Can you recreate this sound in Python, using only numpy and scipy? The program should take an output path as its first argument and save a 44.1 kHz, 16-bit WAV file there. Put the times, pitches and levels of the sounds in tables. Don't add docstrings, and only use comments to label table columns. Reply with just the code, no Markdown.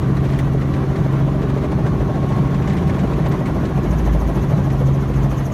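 import sys
import numpy as np
from scipy import signal
from scipy.fft import rfft, irfft, next_fast_len
from scipy.io import wavfile
from scipy.ndimage import uniform_filter1d, map_coordinates

SR = 44100
rng = np.random.default_rng(int(sys.argv[2]) if len(sys.argv) > 2 else 0)


def gain_from_db(level_db):
    decades = np.asarray(level_db, float) / 20
    return 10 ** decades


def file_out(sig):
    cols = np.atleast_2d(sig).T
    lim = np.clip(cols, -1, 1)
    pcm = np.round(lim * 32767).astype(np.int16)
    wavfile.write(sys.argv[1], SR, pcm)


N = 243961
SECONDS = np.arange(N) / SR
FIRING_HZ = 136.1
BLADE_TURNS = .599

# time_s, level_db
FIRING_TONE = [(0.0, -19), (0.6, -19), (0.8, -22.5), (1.25, -17.5), (1.7, -22.5), (2.0, -22.5),
               (2.15, -23.5), (2.4, -21), (2.75, -22), (3.0, -28.5), (3.3, -21.5), (3.8, -28), (4.3, -23.5),
               (4.5, -20.5), (4.85, -16), (5.08, -21), (5.28, -17), (5.53, -22)]
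# multiple_of_cam_turn, level_db
ENGINE_TONES = [(3, -32.6), (4, -40.2), (5, -34.9), (7, -35.9), (8, -35.6), (9, -32.9), (10, -39.0),
                (11, -42.2), (12, -34.0), (13, -38.5), (14, -37.5), (15, -43.9), (16, -46.3), (20, -49.2),
                (21, -53.7), (24, -54.0), (26, -55.1), (27, -54.1), (28, -54.5), (29, -50.1)]
# multiple_of_cam_turn, level_db
CRANK_TONE = (2, -33)
# multiple_of_cam_turn, level_db
TAIL_ROTOR_TONES = [(3.561, -31), (7.122, -32), (10.684, -39)]
# multiple_of_cam_turn, level_db
WHINE_TONES = [(44.02, -49.5), (85.25, -57), (102.4, -62), (153.6, -70), (223.7, -75)]
# time_s, gear_mesh_db, fan_blades_db
FACING_DRIVE = [(0.0, -40, -47), (0.4, -40.5, -49), (0.8, -34.5, -46.5), (1.5, -36, -50), (1.9, -35, -45),
                (2.4, -38.5, -42.5), (3.0, -38.3, -46), (4.6, -37.5, -47), (5.53, -44, -50)]
# pitch_hz, level_db
RUMBLE_COLOUR = [(12, -28), (25, -20), (34, -17), (44, -22), (70, -6.5), (95, -4.5), (125, 2), (150, 2.5),
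                 (220, -13), (300, -24)]
# pitch_hz, level_db (per Hz)
ROAR_COLOUR = [(220, -51), (380, -2), (495, -7), (655, -6), (853, -11.5), (1080, -9), (1240, -13),
               (1970, -20), (2610, -25.5), (3190, -27), (4860, -34), (6330, -34.5), (7870, -44.5),
               (11400, -42.5), (15600, -52)]
# time_s, roof_slap_db, tips_through_door_db
FACING_BLADES = [(0.0, -37, -9), (0.5, -39, -5), (0.9, -38, -15), (1.15, -31.5, -5), (1.4, -35.5, -13),
                 (1.8, -30, -14), (2.2, -30, -16), (2.7, -34.5, -10), (3.25, -28, -6), (3.7, -33, -5),
                 (3.95, -31, 1.5), (4.3, -30, 2), (4.62, -32, -3), (4.85, -31, 0), (5.06, -44, -3.5),
                 (5.3, -31, 1), (5.53, -40, 4)]
# pitch_hz, level_db
SLAP_COLOUR = [(250, -25), (400, -4), (560, 4), (700, -1), (900, -3), (1400, -15.5), (2500, -29),
               (5000, -48)]
# pitch_hz, width_hz, level_db
TIP_SWISH = [(6150, 1200, -0.5)]
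# pitch_hz, width_hz, level_db
TIP_HISS = [(9500, 1100, -3), (11300, 1700, 6), (12600, 1700, 2)]
# start_s, peak_db, pitch_hz
PANEL_THUDS = [(0.095, -16, 444), (0.24, -26, 516), (0.548, -7, 411), (1.344, -19, 603), (1.434, -7, 412),
               (1.564, -8.5, 420), (1.642, -13, 412), (1.786, -12, 597), (1.853, -8.5, 450),
               (2.007, -16, 602.5), (2.095, -11, 598), (2.232, -12.5, 420), (3.032, -18, 583),
               (3.183, -10.5, 483), (3.251, -19, 560), (3.63, -23, 516), (4.153, -18, 436.5),
               (4.293, -12.5, 673), (4.529, -10, 650), (4.585, -17, 524), (4.675, -13.5, 625),
               (4.81, -9.5, 494), (5.1, -11.5, 491), (5.317, -29, 624), (5.392, -30, 710.5)]
# start_s, peak_db, brightness_db (above 9 kHz)
TRIM_KNOCKS = [(0.1665, -33, -25), (0.2409, -31, -30), (0.287, -26.5, -29), (0.333, -28, -30),
               (0.385, -23, -11), (0.611, -30, -30), (0.734, -26, -30.5), (0.9558, -27, -31),
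               (1.4145, -30, -23), (1.4942, -29, -19), (1.714, -30, -23), (1.8612, -25, -23),
               (2.318, -27, -28), (2.5414, -27, -27), (2.6182, -25, -30), (2.6708, -23.5, -24),
               (2.6948, -22.5, -34), (2.7206, -32, -25), (2.765, -23.5, -23), (2.8674, -27.5, -15),
               (2.89, -26, -26), (2.942, -29, -30), (2.9906, -27, -31), (3.1304, -26, -27),
               (3.256, -24.5, -27), (3.312, -25, -25), (3.454, -26.5, -18), (3.6502, -25, -27),
               (4.6985, -26.5, -28), (5.134, -28, -30)]
# pitch_hz, level_db
TRIM_BODY = [(800, -25), (1800, 2.5), (3000, -8), (5000, -14), (7500, -19.5), (9000, -26)]
# pitch_hz, level_db
TRIM_EDGE = [(7000, -12), (9000, 3), (12000, -7), (16500, -5)]
# start_s, level_db
BUCKLE_CHINK = (3.28, -43)
# pitch_hz, level_db, fade_by_60_db_s
BUCKLE_MODES = [(7900, -11, .04), (8635, -10, .04), (10850, -3, .06), (11660, -10, .06), (13220, 0, .11),
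                (14270, -3, .05)]
# pitch_hz, width_hz, level_db
MICROPHONE_DIPS = [(5080, 500, -2.5), (10440, 230, -2)]
# pitch_hz, level_db
EXHAUST_COLOUR = [(170, -31), (215, 3.5), (260, 1), (330, 4.5), (400, -1.5), (480, -7)]
# time_s, level_db
WASH = [(0.0, 0), (0.5, -7.5), (0.9, -2.5), (1.3, -5.5), (1.7, -4), (1.95, 0.5), (2.1, -4.5), (2.4, 1.5),
        (2.6, -1), (2.9, 2), (3.3, -2), (3.6, 0.5), (4.0, -1.5), (4.3, -2), (4.55, 1.5), (4.95, -9),
        (5.25, -3), (5.53, -6)]
# middle_s, peak_db, length_s
DOOR_GUSTS = [
    (0.4, -32, 0.19),
    (0.95, -35, .12),
    (1.6, -33, .1),
    (1.946, -25, .15),
    (2.55, -27, .12),
    (3.15, -25, 0.13),
    (3.55, -32, 0.14),
    (4.103, -17, 0.27),
    (4.8, -23.5, 0.098),
    (5.2, -21.5, .18),
]
# middle_s, extra_db, length_s
HAND_SHIFTS = [
    (.3, 6.5, 0.34),
    (2.8, 5, 0.41),
]


def evened(x):
    return x / np.sqrt(np.mean(x ** 2) + 1e-20)


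def along(rows):
    s, *columns = np.transpose(rows)
    return [np.interp(SECONDS, s, column) for column in columns]


def add(mix, s, sound):
    part = mix[round(s * SR):][:len(sound)]
    part += sound[:len(part)]


def noise(points):
    hz, db = np.transpose(points)
    size = next_fast_len(N)
    bins = np.fft.rfftfreq(size, 1 / SR) + 1
    colour = gain_from_db(np.interp(np.log(bins), np.log(hz), db, -120, -120))
    white = rfft(rng.standard_normal(size))
    return evened(irfft(white * colour, size)[:N])


def drift(hz):
    knots, coarse = rng.standard_normal(400), np.arange(0, N + 64, 64)
    curve = evened(map_coordinates(knots, [coarse / SR * hz], order=3))
    return np.interp(np.arange(N), coarse, curve)


def patchy(x, patch_db, bins, frames, size):
    z = signal.stft(x, nperseg=size)[2]
    field = rng.standard_normal(z.shape)
    field = uniform_filter1d(field, bins, 0)
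    field = evened(uniform_filter1d(field, frames, 1))
    return evened(signal.istft(z * gain_from_db(patch_db * field), nperseg=size)[1][:N])


def tone(cam, turns, db, waver_db, waver_hz, slip):
    angle = 2 * np.pi * (turns * cam + rng.random()) + slip * drift(waver_hz)
    return np.sqrt(2) * gain_from_db(db + waver_db * drift(waver_hz)) * np.cos(angle)


def passes(cam, at, sharp, uneven_db):
    turns = BLADE_TURNS * cam - at
    each_pass = gain_from_db(uneven_db * rng.standard_normal(100))
    strength = each_pass[np.round(turns).astype(int) + 1]
    return evened(strength * np.exp(sharp * (np.cos(2 * np.pi * turns) - 1)))


def door_gap(cam):
    gusts = gain_from_db(-43.5)
    gusts = gusts + sum(gain_from_db(db) * np.exp(-((SECONDS - s) / length) ** 2) for s, db, length in DOOR_GUSTS)
    hum = tone(cam, 2.43, -1.5, 1.2, 10., .9)
    breath = gain_from_db(-12.0) * noise([(38, -25), (46, -29), (55, 8), (62, 16), (72, -35)])
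    return gusts * (hum + breath)


def cabin_air():
    wash_db = along(WASH)[0]
    boom = noise([(118, -28), (130, -10.5), (142, -8), (155, -1.5), (175, -9.0), (200, -5.0), (230, -29)])
    boom *= gain_from_db(-19 + 2.25 * wash_db - 4.0)
    rumble = noise(RUMBLE_COLOUR) * gain_from_db(-24 + 0.9 * wash_db + 2.0)
    return boom + rumble


def engine_roar(cam):
    roar_db = -39.5 + 0.17 * along(WASH)[0] + 8.0 + 0.67 * drift(25.04)
    roar = patchy(noise(ROAR_COLOUR), 2.35, 2, 3, size=1024)
    return gain_from_db(roar_db) * roar * passes(cam, 0.34, 0.09, 0.29)


def buckle():
    out, t = np.zeros(N), np.arange(6000) / SR
    ring = sum(gain_from_db(db - 60 * t / t60) * np.sin(2 * np.pi * hz * t) for hz, db, t60 in BUCKLE_MODES)
    s, db = BUCKLE_CHINK
    add(out, s, gain_from_db(db) * np.minimum(t / .008, 1) * ring)
    return out


def shakes():
    late, size = np.clip(rng.standard_normal((150, 2)), -1.5, 1.5).T
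    passed = np.arange(150) / 2 + .3
    at = abs(passed * 6 / (BLADE_TURNS * FIRING_HZ) + 0.0113 * late)
    db = -36.5 + 3.5 * size
    db += sum(more_db * np.exp(-((at - s) / length) ** 2) for s, more_db, length in HAND_SHIFTS)
    db -= 4.4 * (np.arange(len(at)) % 2)
    return [(s, level, -21) for s, level in zip(at, db)]


def trim():
    body, edge, t = np.zeros(N), np.zeros(N), np.arange(3000) / SR
    shape = np.minimum(t / 0.0044, 1) * np.exp(-(t / .02) ** 2)
    for s, db, bright_db in TRIM_KNOCKS + shakes():
        add(body, s, gain_from_db(db - 12.0) * shape)
        add(edge, s, gain_from_db(db + bright_db - 10.0) * shape)
    ragged = gain_from_db(0.94 * evened(uniform_filter1d(rng.standard_normal(N), 64)))
    body *= patchy(noise(TRIM_BODY), 2.6, 2, 4, size=256)
    edge *= patchy(noise(TRIM_EDGE), 5.3, 4, 4, size=256)
    return ragged * (body + edge)


def panels():
    out, t = np.zeros(N), np.arange(3000) / SR
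    for s, db, hz in PANEL_THUDS:
        ring = np.sin(2 * np.pi * hz * t) + 0.36 * np.sin(2 * np.pi * 1.37 * hz * t)
        fade = gain_from_db(db - 6.0 - 60 * t / 0.065)
        add(out, s, fade * np.minimum(t / 0.0017, 1) * ring)
    return out


def drive_train(cam):
    gear_db, fan_db = along(FACING_DRIVE)
    out = sum(tone(cam, turns, db, 2., 2.5, .3) for turns, db in TAIL_ROTOR_TONES)
    out += sum(tone(cam, turns, db, 2.5, 4., .6) for turns, db in WHINE_TONES)
    out += tone(cam, 17.06, gear_db + 1.5, 1.2, 5., .25)
    out += tone(cam, 2 * 17.06, fan_db + 1., 2.2, 6., .4)
    third_db = -47.5 - 1.25 * SECONDS
    out += tone(cam, 51.15, third_db - .3, 1.5, 5., .4)
    return out + tone(cam, 48.07, 1.4 * (fan_db + 46) - 44, 1.4, 7., .45)


def resonate(x, hz, width):
    turn, r = np.exp(2j * np.pi * np.cumsum(hz) / SR), np.exp(-np.pi * width / SR)
    smooth = signal.lfilter([1], np.convolve([1, -r], [1, -r]), x / turn)
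    return evened((turn * smooth).real)


def whistle(cam, bands, at, glide):
    doppler = 1 - glide * np.sin(2 * np.pi * (BLADE_TURNS * cam - at))
    hiss = rng.standard_normal(N)
    return evened(sum(gain_from_db(db) * resonate(hiss, hz * doppler, width) for hz, width, db in bands))


def rotor(cam):
    slap_db, tips_db = along(FACING_BLADES)
    slap = passes(cam, .44, 1.4, .5) * noise(SLAP_COLOUR)
    swish = passes(cam, .18, 1.3, 1.3) * whistle(cam, TIP_SWISH, .2, .06)
    hiss = passes(cam, .26, .75, 1.) * whistle(cam, TIP_HISS, .27, .06)
    open_door = np.clip((SECONDS - 3.5) / 0.35, .2, 1)
    out = gain_from_db(slap_db - 3.0) * slap
    out += open_door * gain_from_db(-52.5 + tips_db - 3.0) * swish
    return out + gain_from_db(-53 + tips_db - 5.5) * hiss


def toward_engine():
    firing_db = along(FIRING_TONE)[0]
    return .5 * (firing_db - firing_db.mean())


def exhaust(cam):
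    growl_db = -27.5 + 0.32 * along(WASH)[0] - 0.77 * toward_engine()
    growl_db -= 11 * np.maximum(SECONDS - 4.9, 0)
    return gain_from_db(growl_db - 2.0) * passes(cam, 0.41, 0.24, 1.0) * noise(EXHAUST_COLOUR)


def engine(cam):
    out = tone(cam, 6, along(FIRING_TONE)[0], 1.0, 9., 0.14)
    change_db = 1.5 + 2 * 0.31 * toward_engine() - 0.52 * SECONDS
    tones = ENGINE_TONES + [CRANK_TONE]
    return out + sum(tone(cam, turns, db + change_db, 1.5, 3., .15) for turns, db in tones)


def scene():
    cam = FIRING_HZ / 6 * SECONDS
    background = door_gap(cam) + cabin_air() + engine_roar(cam)
    loose_parts = buckle() + trim() + panels()
    machine = drive_train(cam) + rotor(cam) + exhaust(cam) + engine(cam)
    return (background + loose_parts + machine)[None]


def roll_off(x):
    return signal.sosfilt(signal.butter(12, 15740, fs=SR, output="sos"), x)


def record(dry):
    size = next_fast_len(N)
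    bins = np.fft.rfftfreq(size, 1 / SR)
    port = gain_from_db(sum(db * np.exp(-((bins - hz) / width) ** 2) for hz, width, db in MICROPHONE_DIPS))
    heard = irfft(rfft(dry, size) * port, size)[:, :N]
    heard /= (1 + (heard / .7) ** 4) ** (1 / 4)
    return roll_off(heard)


dry = scene()
out = record(dry)
file_out(out)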